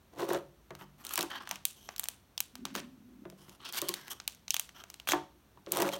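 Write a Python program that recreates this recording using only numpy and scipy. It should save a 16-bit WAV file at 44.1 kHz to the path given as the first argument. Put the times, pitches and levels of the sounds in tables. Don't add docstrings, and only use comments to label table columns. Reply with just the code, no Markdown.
import sys
import numpy as np
from scipy import signal
from scipy.fft import rfft, irfft
from scipy.io import wavfile
from scipy.ndimage import uniform_filter1d

SR = 44100
rng = np.random.default_rng(int(sys.argv[2]) if len(sys.argv) > 2 else 0)


def file_out(sig):
    cols = np.atleast_2d(sig).T
    lim = np.clip(cols, -1, 1)
    pcm = np.round(lim * 32767).astype(np.int16)
    wavfile.write(sys.argv[1], SR, pcm)


N = 264159
TIME = np.arange(N) / SR


def undb(db):
    return 10 ** (np.asarray(db) / 20)


def unit(x, count=None):
    return x / np.sqrt(np.sum(x ** 2) / (count or len(x)) + 1e-20)


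def steady(x, size):
    return x / np.sqrt(np.abs(uniform_filter1d(x ** 2, size)) + 1e-6 * np.mean(x ** 2))


def band(x, lo_hz, hi_hz, order=2):
    sos = signal.butter(order, [lo_hz, min(hi_hz, SR / 2 - 1)], "band", fs=SR, output="sos")
    return signal.sosfilt(sos, x)


def resonate(x, hz, width_hz):
    return signal.lfilter(*signal.iirpeak(hz, hz / width_hz, fs=SR), x)


def colour(x, peaks):
    for hz, width_hz, db in peaks:
        x = x + (undb(db) - 1) * resonate(x, hz, width_hz)
    return x


def curve_at(points, hz):
    freqs, values = np.transpose(points)
    return np.interp(np.log(hz + 1), np.log(freqs), values)


def add(track, start_s, sound):
    start = max(int(start_s * SR), 0)
    track[start:start + len(sound)] += sound[:max(N - start, 0)]


def slips(count, rate_hz, spread_db):
    pulses = (rng.random(count) < rate_hz / SR) * rng.choice([-1, 1], count)
    return pulses * undb(spread_db * rng.standard_normal(count).clip(-2, 2))


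def grit(count, rate_hz, spread_db, decay_s, hiss_db):
    energy = signal.lfilter([1], [1, -np.exp(-2 / (decay_s * SR))], slips(count, rate_hz, spread_db) ** 2)
    return rng.standard_normal(count) * (unit(np.sqrt(energy)) + undb(hiss_db))


def burst(rise_s, decay_s, tail_db, count=700):
    t = TIME[:count]
    attack = 1 - np.exp(-(t / rise_s) ** 2)
    decay = np.exp(-t / decay_s) + undb(tail_db) * np.exp(-t / 0.0015)
    return rng.standard_normal(count) * attack * decay


# freq_hz, relative_density_db
ROOM_TONE = [(25, -25), (55, 2), (100, -5.5), (190, -6), (380, -14), (520, -17), (1000, -19), (1500, -21),
             (3000, -27.5), (8000, -32.5), (16000, -29)]


def room_tone(level_db=-63.5):
    shape = undb(curve_at(ROOM_TONE, np.fft.rfftfreq(N, 1 / SR)))
    return undb(level_db) * unit(irfft(rfft(rng.standard_normal(N)) * shape, N))


# pitch_hz, level_db, t60_s
BOX_MODES = [(145, -16.5, 0.87), (193, -11.5, 0.39), (294, 2, 0.18), (350, 4, 0.16), (412.6, -2.5, .14),
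             (469.2, -6, 0.08), (565.7, -6.5, 0.3), (646.6, 0, 0.12), (751.5, -4.5, 0.14), (830, -3, 0.075),
             (911, -5.5, 0.23), (947, -2, .11), (1093, 3, 0.029), (1151, 4.5, 0.033), (1493, -19.5, 0.066),
             (1890, -12.5, 0.14)]


def box_ring(scatter_db, wash_db, wash_t60_s, count=12000):
    t, ring = TIME[:count], 0
    for hz, db, t60_s in BOX_MODES:
        weight = rng.choice([-1, 1]) * undb(db + scatter_db * rng.standard_normal())
        detuned_hz = hz * (1 + 0.01 * rng.standard_normal())
        ring = ring + weight * np.sin(2 * np.pi * detuned_hz * t) * undb(-60 * t / t60_s)
    wash = band(rng.standard_normal(count), 308, 936) * undb(-60 * t / wash_t60_s)
    return unit(ring) + undb(wash_db) * unit(wash)


def twist_envelope(start_s, length_s, rise_db_per_s=843, fall_db_per_s=397):
    early, late = np.maximum(start_s - TIME, 0), np.maximum(TIME - start_s - length_s, 0)
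    return undb(-np.minimum(rise_db_per_s * early + fall_db_per_s * late, 150))


# start_s, length_s, judder_db (before trim), scrape_db, drum_ring_db
KNOB_TWISTS = [(0.188, 0.042, -33, -49.5, -51), (0.293, 0.061, -31, -47.5, -48.5),
               (5.728, 0.11, -35, -44.5, -59), (5.788, 0.09, -33, -46.5, -41),
               (5.926, 0.033, -43.5, -48.5, -45)]


def knob(judder_trim_db=-4, drum_hz=560, drum_lag_s=0.037, slack_s=0.054, slack_db=-20):
    catches = [slips(N, rate_hz=80, spread_db=2.5) for _ in range(3)]
    shakes = [signal.fftconvolve(pulses, box_ring(scatter_db=3, wash_db=2, wash_t60_s=0.078))[:N]
              for pulses in catches]
    judder = steady(sum(shakes), size=1400)
    drum = resonate(sum(catches), drum_hz, width_hz=35)
    drum = steady(resonate(drum, drum_hz, width_hz=35), size=2600)
    grains = grit(N, rate_hz=450, spread_db=4, decay_s=0.0008, hiss_db=-7)
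    scrape = unit(band(grains, 1330, 5800, order=1)) + undb(-6.5) * unit(band(grains, 5100, 19500))
    out = np.zeros(N)
    for start_s, length_s, judder_db, scrape_db, drum_db in KNOB_TWISTS:
        slack = undb(slack_db) * twist_envelope(start_s - slack_s, slack_s)
        effort = np.maximum(twist_envelope(start_s, length_s), slack)
        out += effort * (undb(judder_db + judder_trim_db) * judder + undb(scrape_db) * scrape)
        out += undb(drum_db) * drum * twist_envelope(start_s + drum_lag_s, length_s)
    return out


# low_hz, high_hz
KNOCK_BANDS = [(110, 230), (260, 700), (700, 2500)]
# start_s, level_db (pre-fader), clack_offset_db
BOX_KNOCKS = [(.226, -35, -9), (.304, -30, -7), (.347, -31, -8), (0.708, -43.5, -5), (.811, -51.5, 2),
              (1.178, -42.5, 6), (1.192, -39.5, -7), (1.233, -38, -3), (1.511, -54, 7.5), (1.89, -68, 11.5),
              (2.651, -47.5, -6), (2.753, -40.5, -3), (3.253, -42.5, -7.5), (3.323, -51.5, -12),
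              (3.482, -54.5, -8), (3.822, -37, -7), (3.89, -39, -5), (5.089, -47, -21), (5.121, -36.5, -14),
              (5.134, -29, 2), (5.145, -45, -24), (5.573, -60, 0.5), (5.67, -41.5, -9.5), (5.8, -39, 3.5),
              (5.822, -40, 3), (5.846, -43, 1)]


def knocks(soft_hit_db=-48.5, soft_bass_db=-1, bass_loss_db_per_db=0.94):
    out = np.zeros(N)
    for start_s, db, clack_db in BOX_KNOCKS:
        bass_db = soft_bass_db - bass_loss_db_per_db * max(db - soft_hit_db, 0)
        ring = box_ring(scatter_db=4.5, wash_db=-6, wash_t60_s=0.15)
        for edges, offset_db in zip(KNOCK_BANDS, (bass_db, 0, clack_db)):
            add(out, start_s, undb(db + offset_db) * unit(band(ring, *edges), count=1500))
        crack = band(burst(rise_s=0.00037, decay_s=0.0029, tail_db=-24), 600, 2050)
        add(out, start_s, undb(db + clack_db - 6.5) * unit(crack, count=1500))
    return out


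# low_hz, high_hz
SNAP_BANDS = [(650, 2300), (2700, 7000), (7000, 16500)]
# start_s, level_db (before distance), low_offset_db, top_offset_db
CREASE_SNAPS = [(.2895, -45, -13, 4), (.3325, -47, -16, 11.5), (.3457, -42, -2, -14), (.7057, -54, 10, -7),
                (.751, -49, 2, -3), (1.05, -43.5, -9, 6.5), (1.067, -40, -31, 2), (1.092, -42, -22, 2),
                (1.137, -38, -9, 9.5), (1.1564, -35.5, -8, 8.5), (1.1768, -31, -4, 5), (1.19, -31.5, 1, -1),
                (1.2083, -29.5, -21, -1.5), (1.2155, -52, -16, 11), (1.2276, -35, -5, 4),
                (1.4737, -45.5, 7.5, -8), (1.4912, -44.5, -2, 4), (1.5114, -31, -2, -2),
                (1.557, -42.5, -4, -4), (1.6524, -27, -15.5, 8), (1.889, -41.5, 4.5, -17),
                (1.962, -42.5, -11, -1), (1.981, -43, -14, 2), (1.995, -35, -6, 10), (2.034, -43.5, -3, -3),
                (2.0394, -40.5, -12, 8), (2.056, -46, -2, -2), (2.0854, -34.5, -8, 6),
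                (2.3777, -35, -15, -7), (2.4038, -33, -11.5, 5.5), (2.554, -43.5, -3, -2),
                (2.653, -32.5, -2, -5.5), (2.7516, -35, 3, -1.5), (2.761, -40, -0.5, 2),
                (2.801, -42.5, -6, -20), (3.2997, -51.5, -4, -0.5), (3.494, -51, -19, -2),
                (3.7247, -45.5, -5, 8), (3.8165, -32, -19, 4.5), (3.886, -33, -18, 5),
                (3.8904, -28, -14, 1.5), (3.9394, -31, -8.5, -0.5), (4.08, -46.5, 1, -1),
                (4.2003, -41.5, -3.5, -14), (4.2773, -31.5, -11.5, 1.5), (4.4805, -40.5, -10, -10.5),
                (4.5054, -24.5, -38, -3), (4.5424, -28.5, -8, 0.5), (4.5655, -30.5, -10, -3),
                (4.596, -31.5, -11.5, 6), (4.6914, -50.5, 0.5, -7), (4.838, -48.5, 2, -5),
                (4.9007, -45.5, -9, 0.5), (4.9415, -46, -8, -2), (4.999, -45, -5.5, -8),
                (5.073, -43, 9.5, 1), (5.088, -37.5, 10.5, 9.5), (5.109, -33, -9, -12),
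                (5.1195, -27, 1, -4.5), (5.663, -51.5, -8, -22), (5.72, -33.5, -31, 11.5),
                (5.7707, -34, 1, 5), (5.8016, -44, -11, 11), (5.8204, -31, -9, 2.5),
                (5.8896, -41, 4.5, -0.5)]


def snaps():
    direct, send = np.zeros(N), np.zeros(N)
    for start_s, db, low_db, top_db in list(CREASE_SNAPS) + crinkles():
        crack = burst(rise_s=0.0013, decay_s=0.00025, tail_db=-33)
        for track, shape in [(direct, crack), (send, signal.unit_impulse(len(crack)))]:
            for edges, offset_db in zip(SNAP_BANDS, (low_db, 0, top_db)):
                add(track, start_s, undb(db + offset_db) * unit(band(shape, *edges, order=3), count=132))
        for delay_s in 0.007 + rng.exponential(0.017, size=3):
            tick = band(burst(rise_s=0.00029, decay_s=0.0003, tail_db=-9), 2000, 17000)
            add(direct, start_s + delay_s, undb(db - 23) * unit(tick, count=132))
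    return direct, send


# centre_hz, width_hz, gain_db
CHUTE_EQ = [(1030, 320, 2), (3190, 320, 6)]
# start_s, length_s, level_db (pre-fader), low_offset_db, top_offset_db (pre-lift)
FILM_STROKES = [(0.788, 0.053, -67, 10.5, 1), (0.983, 0.046, -69, 7, 3), (1.039, 0.078, -60.5, 4, -1),
                (1.106, 0.039, -50, 3.5, 4), (1.156, 0.066, -44.5, -8, -12),
                (1.301, 0.082, -50, 6.5, -13.5), (1.404, 0.031, -57, 9.5, -14), (1.454, .11, -60.5, 3, -11),
                (1.76, 0.18, -66.5, -19, 0), (2.747, .05, -48, 0.5, -8), (3.377, 0.18, -68.5, 1.5, 0.5),
                (3.599, 0.075, -61, 2, -18), (3.647, 0.054, -47, -6, -13), (3.734, .035, -43, -5, -3.5),
                (3.769, 0.02, -38.5, -6.5, -0.5), (3.79, 0.13, -55, 0.5, -6),
                (3.957, 0.14, -60.5, 4.5, -4.5), (4.103, 0.027, -48.5, -2, 3.5),
                (4.748, 0.073, -60.5, 4, -7), (4.866, 0.15, -76, -6, -4), (5.077, 0.05, -38.5, -7, -2.5),
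                (5.929, 0.013, -43.5, 1.5, -6)]


def rubs(fade_s=0.011, top_lift_db=3.5):
    out = np.zeros(N)
    for start_s, length_s, db, low_db, top_db in FILM_STROKES:
        count = int((length_s + 0.016) * SR)
        grains = grit(count, rate_hz=1400, spread_db=5, decay_s=0.00047, hiss_db=0)
        flutter_db = 2 * unit(uniform_filter1d(rng.standard_normal(count), size=500))
        patches_hz = 1000 * 2 ** (np.arange(4) + rng.uniform(0, 0.83, 4))
        grains = colour(grains * undb(flutter_db), [(hz, hz / 9, 8) for hz in patches_hz])
        low = undb(low_db) * unit(band(grains, 720, 1875, order=3))
        mid = unit(band(band(grains, 2750, 4930, order=1), 2200, 6250, order=3))
        top = undb(top_db + top_lift_db) * unit(band(grains, 6600, 17400, order=3))
        fades = signal.windows.tukey(count, min(2 * fade_s * SR / count, 1))
        add(out, start_s - 0.006, undb(db) * (low + mid + top) * fades)
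    return colour(out, CHUTE_EQ)


def crinkles(per_stroke=2, offset_db=-2.5, low_db=2, top_db=4.5):
    chance = rng.random((len(FILM_STROKES), per_stroke, 2))
    return [(start_s + length_s * when, db + offset_db - 6 * weakness, low_db, top_db)
            for (start_s, length_s, db, *_), draws in zip(FILM_STROKES, chance)
            for when, weakness in draws]


def stirred_box(sliding):
    drag = np.abs(sliding) ** 0.5 * rng.standard_normal(N)
    ring = unit(box_ring(scatter_db=0.5, wash_db=-3, wash_t60_s=0.063), count=1)
    return band(signal.fftconvolve(drag, ring)[:N], 130, 460, order=1)


# time_s, level_db
DRONE_LEVELS = [(2.53, -69), (2.578, -52), (2.66, -47), (2.682, -56), (2.752, -47.5), (2.96, -59),
                (3.218, -55), (3.24, -49)]


def drone(pitch_hz=252):
    times_s, levels_db = np.transpose(DRONE_LEVELS)
    envelope = np.interp(TIME, times_s, undb(levels_db), left=0, right=0)
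    phase, tone = 2 * np.pi * pitch_hz * TIME, 0
    for ratio, share_db in [(1, -2), (0.81, -6.5), (1.5, -14)]:
        flutter = [unit(band(rng.standard_normal(N), 0.62, 9.2, order=1)) for _ in range(2)]
        partial = flutter[0] * np.cos(ratio * phase) + flutter[1] * np.sin(ratio * phase)
        tone = tone + undb(share_db) * partial
    return steady(band(tone, 175, 363, order=3), size=2600) * envelope


# freq_hz, relative_level_db
REVERB_EQ = [(100, 7.5), (400, 5.5), (1500, 7.5), (4000, 0.5), (8000, 0), (16000, 0.5)]
# freq_hz, t60_s
REVERB_DECAY = [(200, 0.43), (1500, 0.27), (5000, 0.38), (15000, 0.19)]


def reverb(x, wet_db, count=22000):
    t, tail = TIME[:count], 0
    reflections = undb(3.3 * unit(uniform_filter1d(rng.standard_normal(count), size=50)))
    for hz in 125 * 2.0 ** np.arange(8):
        octave = band(rng.standard_normal(count) * reflections, hz / np.sqrt(2), hz * np.sqrt(2), order=3)
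        tail = tail + octave * undb(curve_at(REVERB_EQ, hz) - 60 * t / curve_at(REVERB_DECAY, hz))
    attack = 1 - np.exp(-(t / 0.0029) ** 2)
    return undb(wet_db) * signal.fftconvolve(x, unit(tail * attack, count=1))[:N]


# time_s, distance_m
WRAPPER_PATH = [(1.5, 0.39), (1.7, 0.41), (2.0, 0.36), (2.4, 0.22), (2.6, .4), (4.1, .4), (4.3, 0.26),
                (4.7, 0.34)]


def scene(box_distance_m=0.37):
    snap_direct, snap_send = snaps()
    sliding = undb(-2) * rubs()
    stirred = undb(-31.5) * stirred_box(sliding)
    closeness = box_distance_m / np.interp(TIME, *np.transpose(WRAPPER_PATH))
    film = closeness * snap_direct + sliding + reverb(snap_send + sliding, wet_db=-13.5)
    wood = undb(-1) * knocks() + knob() + stirred
    return (film + wood + reverb(wood, wet_db=-16) + drone() + room_tone())[None]


# centre_hz, width_hz, gain_db
MIC_PORT_EQ = [(2160, 1700, -2), (3220, 1950, 2.5), (4920, 340, -5.5), (6010, 550, 3), (7450, 1500, -1.5),
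               (10570, 1100, -6), (14900, 2400, -3)]


def record(dry, low_cut_hz=45, high_cut_hz=16200):
    low_cut = signal.butter(3, low_cut_hz, "high", fs=SR, output="sos")
    high_cut = signal.ellip(10, 0.2, 75, high_cut_hz, fs=SR, output="sos")
    return signal.sosfilt(high_cut, signal.sosfilt(low_cut, colour(dry, MIC_PORT_EQ)))


dry = scene()
out = record(dry)
file_out(out)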